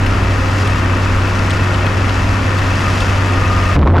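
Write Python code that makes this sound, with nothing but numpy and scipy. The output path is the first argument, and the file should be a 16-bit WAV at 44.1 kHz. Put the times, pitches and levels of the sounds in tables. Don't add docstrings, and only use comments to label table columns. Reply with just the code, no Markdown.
import sys
import numpy as np
from scipy import signal
from scipy.fft import rfft, irfft
from scipy.io import wavfile
from scipy.ndimage import uniform_filter1d, map_coordinates

SR = 44100
rng = np.random.default_rng(int(sys.argv[2]) if len(sys.argv) > 2 else 0)


def materialize(psi):
    bounded = np.clip(np.atleast_2d(psi).T, -1, 1)
    quanta = np.round(bounded * 32767).astype(np.int16)
    wavfile.write(sys.argv[1], SR, quanta)


N = 176400
T = np.arange(N) / SR
CYLINDERS = 6


def exhaust(cycle):
    # (multiple of the engine cycle rate, level [dB])
    orders = [(7, -35.5), (9, -39), (10, -35), (12, -33), (14, -38.5), (16, -33.5), (17, -38), (18, -35.5),
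              (22, -36.5), (26, -41), (33, -36)]
    drone = tones(cycle, [(CYLINDERS, -16)], waver_db=.44, smear_rad=.11)
    return drone + tones(cycle, orders, waver_db=2.5, smear_rad=.53)


def track_drum(cleat):
    # (multiple of the cleat rate, level [dB])
    drum_tones = [(1, -28), (3, -33.5)]
    # (time [s], level [dB])
    boom_level = [(0, -36), (.12, -23), (.3, -17.5), (.44, -27), (1.0, -26), (1.4, -25.5), (1.9, -34),
                  (2.2, -19), (2.38, -34), (2.7, -29), (3.3, -26.5), (3.7, -26)]
    # (frequency [Hz], relative level [dB])
    rumble_eq = [(12, -8), (38, 1.5), (75, 3.5), (110, -0.5), (170, -6.5), (270, -4), (400, -10.5),
                 (800, -18.5)]
    drum = tones(cleat, drum_tones, waver_db=2.5, smear_rad=.077)
    boom = undb(curve(boom_level)) * tones(cleat, [(2, 0)], waver_db=.5, smear_rad=.2)
    rumble = stereo(colour(rng.standard_normal((2, N)), rumble_eq), spread=.13, pan_db=-1.3)
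    return drum + boom + undb(-21) * rumble


def clatter(cycle, repeat_share=.34, knocks_per_cycle=10):
    # (frequency [Hz], relative level [dB])
    clatter_eq = [(200, -6.5), (300, -9), (420, -5), (600, 0.5), (860, -3.5), (930, 0), (1150, 1.5),
                  (1500, -1.5), (1850, -1.5), (2100, -5.5), (2600, -5.5), (3000, -10.5), (3900, -18),
                  (7000, -26.5), (13000, -42)]
    # (time [s], level [dB])
    level = [(0, -23), (2.4, -22.5), (2.95, -22), (3.75, -22)]
    cycle_samples = int(1 / np.mean(np.diff(cycle)))
    loops = rng.standard_normal((2, cycle_samples))
    position = cycle % 1 * cycle_samples
    repeating = np.array([map_coordinates(loop, [position], mode="grid-wrap") for loop in loops])
    rattle = np.sqrt(repeat_share) * repeating + np.sqrt(1 - repeat_share) * rng.standard_normal((2, N))
    knock = 2 * np.pi * knocks_per_cycle * cycle
    limp = np.cos(knock / 2) + np.cos(1.5 * knock)
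    pulse = np.exp(.17 * np.cos(knock) + .13 * limp)
    return stereo(colour(rattle * pulse, clatter_eq), spread=.47, pan_db=4) * undb(curve(level))


def beside_track(drive_db=8, ceiling_db=-7.8):
    # (time [s], frequency [Hz])
    throb_pitch = [(3.75, 86.04), (3.8, 79.1), (3.84, 65.2), (3.875, 70.4), (3.905, 87.3), (3.96, 89.7),
                   (4.0, 83.2)]
    # (frequency [Hz], relative level [dB])
    churn_eq = [(30, 1), (70, 2), (135, 7.5), (185, 2.5), (310, -3.5), (380, -13), (520, -8), (800, -21),
                (1020, -14.5), (1700, -28), (3000, -44), (13000, -76)]
    # (time [s], level against the throb [dB])
    churn_level = [(3.76, 1.5), (3.81, -3.5), (3.85, -3), (3.9, 0), (3.925, -6.5), (3.95, -3.5), (4.0, -3)]
    # (time [s], peak before the overload [dB], pitch [Hz])
    creak_hits = [(3.761, -1, 950), (3.828, -10, 1100), (3.874, -7, 1000), (3.903, -5, 1050),
                  (3.942, -6, 680), (3.954, -5, 950), (3.968, -2.5, 980), (3.983, -7, 1350)]
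    # (time [s], relative level [dB], ring [Hz])
    tick_hits = [(3.791, -15, 3800), (3.815, -21, 3900)]
    throb = np.sqrt(2) * np.sin(2 * np.pi * turns(curve(throb_pitch)))
    churn = undb(curve(churn_level)) * colour(rng.standard_normal(N), churn_eq)
    creaks = sum(undb(db) * chirp(at, hz, half_s=.0045, glide=.12 * rng.standard_normal())
                 for at, db, hz in creak_hits)
    creaks *= 1 + .25 * walk(900)
    fuzz = colour(rng.standard_normal(N), [(100, 0), (1200, -13), (3000, -10.5), (12000, -39)])
    ticks = steel(tick_hits, gain_db=-9, decay_s=.0018, width_hz=1400).mean(axis=0)
    overloaded = np.tanh(undb(drive_db) * (throb + churn + creaks))
    return undb(ceiling_db) * overloaded + undb(-43) * fuzz + ticks


def gears(cycle, whine_order=78):
    # (multiple of the engine cycle rate, level [dB])
    orders = [(52, -44), (57, -41), (60, -42), (64, -44), (87, -39), (90, -44), (111, -43), (115, -44)]
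    # (time [s], level [dB])
    whine_level = [(0, -43), (.55, -34), (1.4, -42), (2.4, -37), (2.82, -40), (2.86, -26.5), (2.93, -26),
                   (2.98, -38), (3.2, -37), (3.32, -29), (3.71, -26.5), (3.74, -39)]
    whine = undb(curve(whine_level)) * tones(cycle, [(whine_order, 0)], waver_db=.7, smear_rad=.3)
    whine *= 1 + .32 * walk(120)
    mid, side = [tones(cycle, orders, waver_db=2.5, smear_rad=.8) for _ in range(2)]
    return stereo([whine + mid, side], spread=.5, pan_db=3)


def engine_covers(cycle, width_hz=40, decay_share=.2):
    # (ring [Hz], jolts per cycle, level [dB])
    covers = [(1240, 4, -37.5), (1400, 3, -37), (1845, 2, -38)]
    out = 0
    for hz, jolts, db in covers:
        shake = rng.standard_normal((2, N)) * np.exp(-(jolts * cycle % 1) / decay_share)
        out += undb(db) * resonate(shake, hz, q=hz / width_hz)
    return stereo(out, spread=.47, pan_db=4)


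def snow_hiss(cleat, flicker_db=1.29):
    # (frequency [Hz], relative level [dB])
    hiss_eq = [(1500, -4), (3000, 3.5), (4000, -1), (5000, 3), (6000, -1), (7000, -3.5), (8000, -10),
               (9500, -15.5), (12300, -25), (13500, -43)]
    # (time [s], level [dB])
    level = [(0, -38.5), (.55, -35), (.61, -30), (.66, -34.5), (.9, -37.5), (1.47, -35), (2.0, -37.5),
             (2.095, -33.5), (2.16, -35.5), (2.5, -35.5), (3.03, -31.5), (3.2, -35.5), (3.5, -36),
             (3.72, -35)]
    puffs = 1 + .068 * np.cos(2 * np.pi * cleat)
    envelope = puffs * undb(curve(level) + flicker_db * walk(180))
    hiss = stereo(colour(rng.standard_normal((2, N)), hiss_eq), spread=.056, pan_db=0)
    powder = colour(rng.standard_normal((2, N)), [(6000, -10), (8500, -1), (12200, 3), (13500, -19)])
    return envelope * (hiss + undb(-20.5) * stereo(powder, spread=.73, pan_db=7))


def track_links():
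    # (time [s], relative level [dB], ring [Hz])
    clack_hits = [(0.0638, -20, 2920), (0.675, -23, 3240), (1.5049, -17.5, 3700), (1.513, -25, 4400),
                  (1.742, -20.5, 3600), (1.8657, -18, 3200), (2.0941, -18, 3060), (2.588, -22, 2840),
                  (2.7357, -23, 3040), (3.0057, -20, 3260)]
    # (time [s], relative level [dB], ring [Hz])
    clink_hits = [(0.5341, -32, 8680), (0.6748, -26.5, 8750), (1.505, -24, 8490), (1.7403, -30, 8630),
                  (3.003, -24, 8680)]
    clacks = steel(clack_hits, gain_db=-.5, decay_s=.0038, width_hz=1300)
    return clacks + steel(clink_hits, gain_db=-7, decay_s=.0062, width_hz=530)


def wheel_squeaks(cleat, pitch_hz=2625, scatter=.014):
    # (time [s], peak [dB], pitch [Hz])
    accents = [(1.865, -27, 2520), (2.708, -27, 2580), (2.859, -28, 2620), (2.938, -27, 2610),
               (3.025, -25.5, 2650), (3.463, -24.5, 2600)]
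    passes = T[1:][np.diff(np.floor(cleat)) > 0]
    chance = rng.standard_normal((len(passes), 2))
    faint = [(at, -32.5 + 2 * loud, pitch_hz * (1 + scatter * pitch))
             for at, (loud, pitch) in zip(passes, chance)]
    out = sum(undb(db) * chirp(at, hz, half_s=.008, glide=scatter * rng.standard_normal() / 2)
              for at, db, hz in faint + list(accents))
    return stereo([out, out], spread=0, pan_db=7)


def snow_crumbs(count=150, pitch_hz=5060, decay_s=.0024):
    out = np.zeros(N)
    age = T[:SR // 50]
    starts = rng.integers(N - len(age), size=count)
    for start, (pitch, loud) in zip(starts, rng.standard_normal((count, 2))):
        hz = np.clip(pitch_hz * (1 + .13 * pitch), 1000, SR / 4)
        crack = resonate(rng.standard_normal(len(age)), hz, q=5)
        out[start:start + len(age)] += undb(-36 + 5.5 * loud) * np.exp(-age / decay_s) * crack
    return signal.sosfilt(signal.butter(2, 8000, fs=SR, output="sos"), out)


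def steel(hits, gain_db, decay_s, width_hz):
    out = np.zeros((2, N))
    rattle = colour(rng.standard_normal((2, N)), [(2200, 16.5), (8800, -7.5), (12000, -25)])
    for start, db, hz in hits:
        age = T - start
        envelope = (age > 0) * np.exp(-np.abs(age) / decay_s)
        out += undb(db + gain_db) * envelope * resonate(rattle, hz, q=hz / width_hz)
    return stereo(out, spread=.27, pan_db=4.5)


def chirp(middle, hz, half_s, glide):
    out = np.zeros(N)
    near = slice(*np.searchsorted(T, [middle - 4 * half_s, middle + 4 * half_s]))
    age = T[near] - middle
    swell = np.exp(-.5 * (age / half_s) ** 2)
    out[near] = swell * np.sin(2 * np.pi * hz * age * (1 + glide * age / half_s / 2))
    return out


def tones(phase, rows, waver_db, smear_rad):
    out = 0
    for multiple, db in rows:
        peak = np.sqrt(2) * undb(db + waver_db * walk(9))
        angle = 2 * np.pi * (round(multiple) * phase + rng.random())
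        out += peak * np.sin(angle + smear_rad * walk(21.94))
    return out


def resonate(x, hz, q):
    ring = signal.lfilter(*signal.iirpeak(hz, q, SR), x)
    return ring / np.std(ring)


def colour(x, points):
    hz, db = np.array(points).T
    f = np.maximum(np.fft.rfftfreq(N, 1 / SR), 1)
    rolloff = np.minimum(f / hz[0], 1) ** 2 * np.minimum(hz[-1] / f, 1) ** 2
    gain = undb(np.interp(np.log(f), np.log(hz), db))
    y = irfft(rfft(x) * rolloff * gain, N)
    return y / np.std(y)


def stereo(pair, spread, pan_db):
    mid, side = pair[0], spread * pair[1]
    return np.array([(mid + side) * undb(pan_db / 2), (mid - side) * undb(-pan_db / 2)])


def walk(rate):
    k = int(SR / rate)
    steps = np.repeat(rng.standard_normal(N // k + 2), k)[rng.integers(k):]
    return np.sqrt(2) * uniform_filter1d(uniform_filter1d(steps, k), k)[:N]


def undb(db):
    return 10 ** (np.asarray(db) / 20)


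def curve(rows):
    return np.interp(T, *np.array(rows).T)


def turns(hz):
    return np.cumsum(hz) / SR


def scene(cut_s=3.758, fade_s=.005):
    # (time [s], firing rate [Hz])
    firing_rate = [(0.0, 97), (0.5, 95.8), (1.7, 96.4), (2.65, 96.5), (2.78, 95), (3.25, 95.6), (3.4, 94.5),
                   (3.7, 94.1)]
    # (time [s], cleat rate [Hz])
    cleat_rate = [(0, 29), (1.5, 27.6), (2.8, 25.6), (3.7, 24.5)]
    cycle = turns(curve(firing_rate) * (1 + .001996 * walk(10)) / CYLINDERS)
    cleat = turns(curve(cleat_rate) * (1 + .0087 * walk(4.2)))
    links = track_links()
    engine = exhaust(cycle) + gears(cycle) + clatter(cycle) + engine_covers(cycle)
    tracks = track_drum(cleat) + snow_hiss(cleat) + wheel_squeaks(cleat) + snow_crumbs() + links
    trackside = np.clip((T - cut_s) / fade_s + .5, 0, 1)
    return (1 - trackside) * (engine + tracks) + trackside * beside_track()


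def record(dry):
    return signal.sosfilt(signal.ellip(8, .2, 70, 13400, fs=SR, output="sos"), dry)


dry = scene()
out = record(dry)
materialize(out)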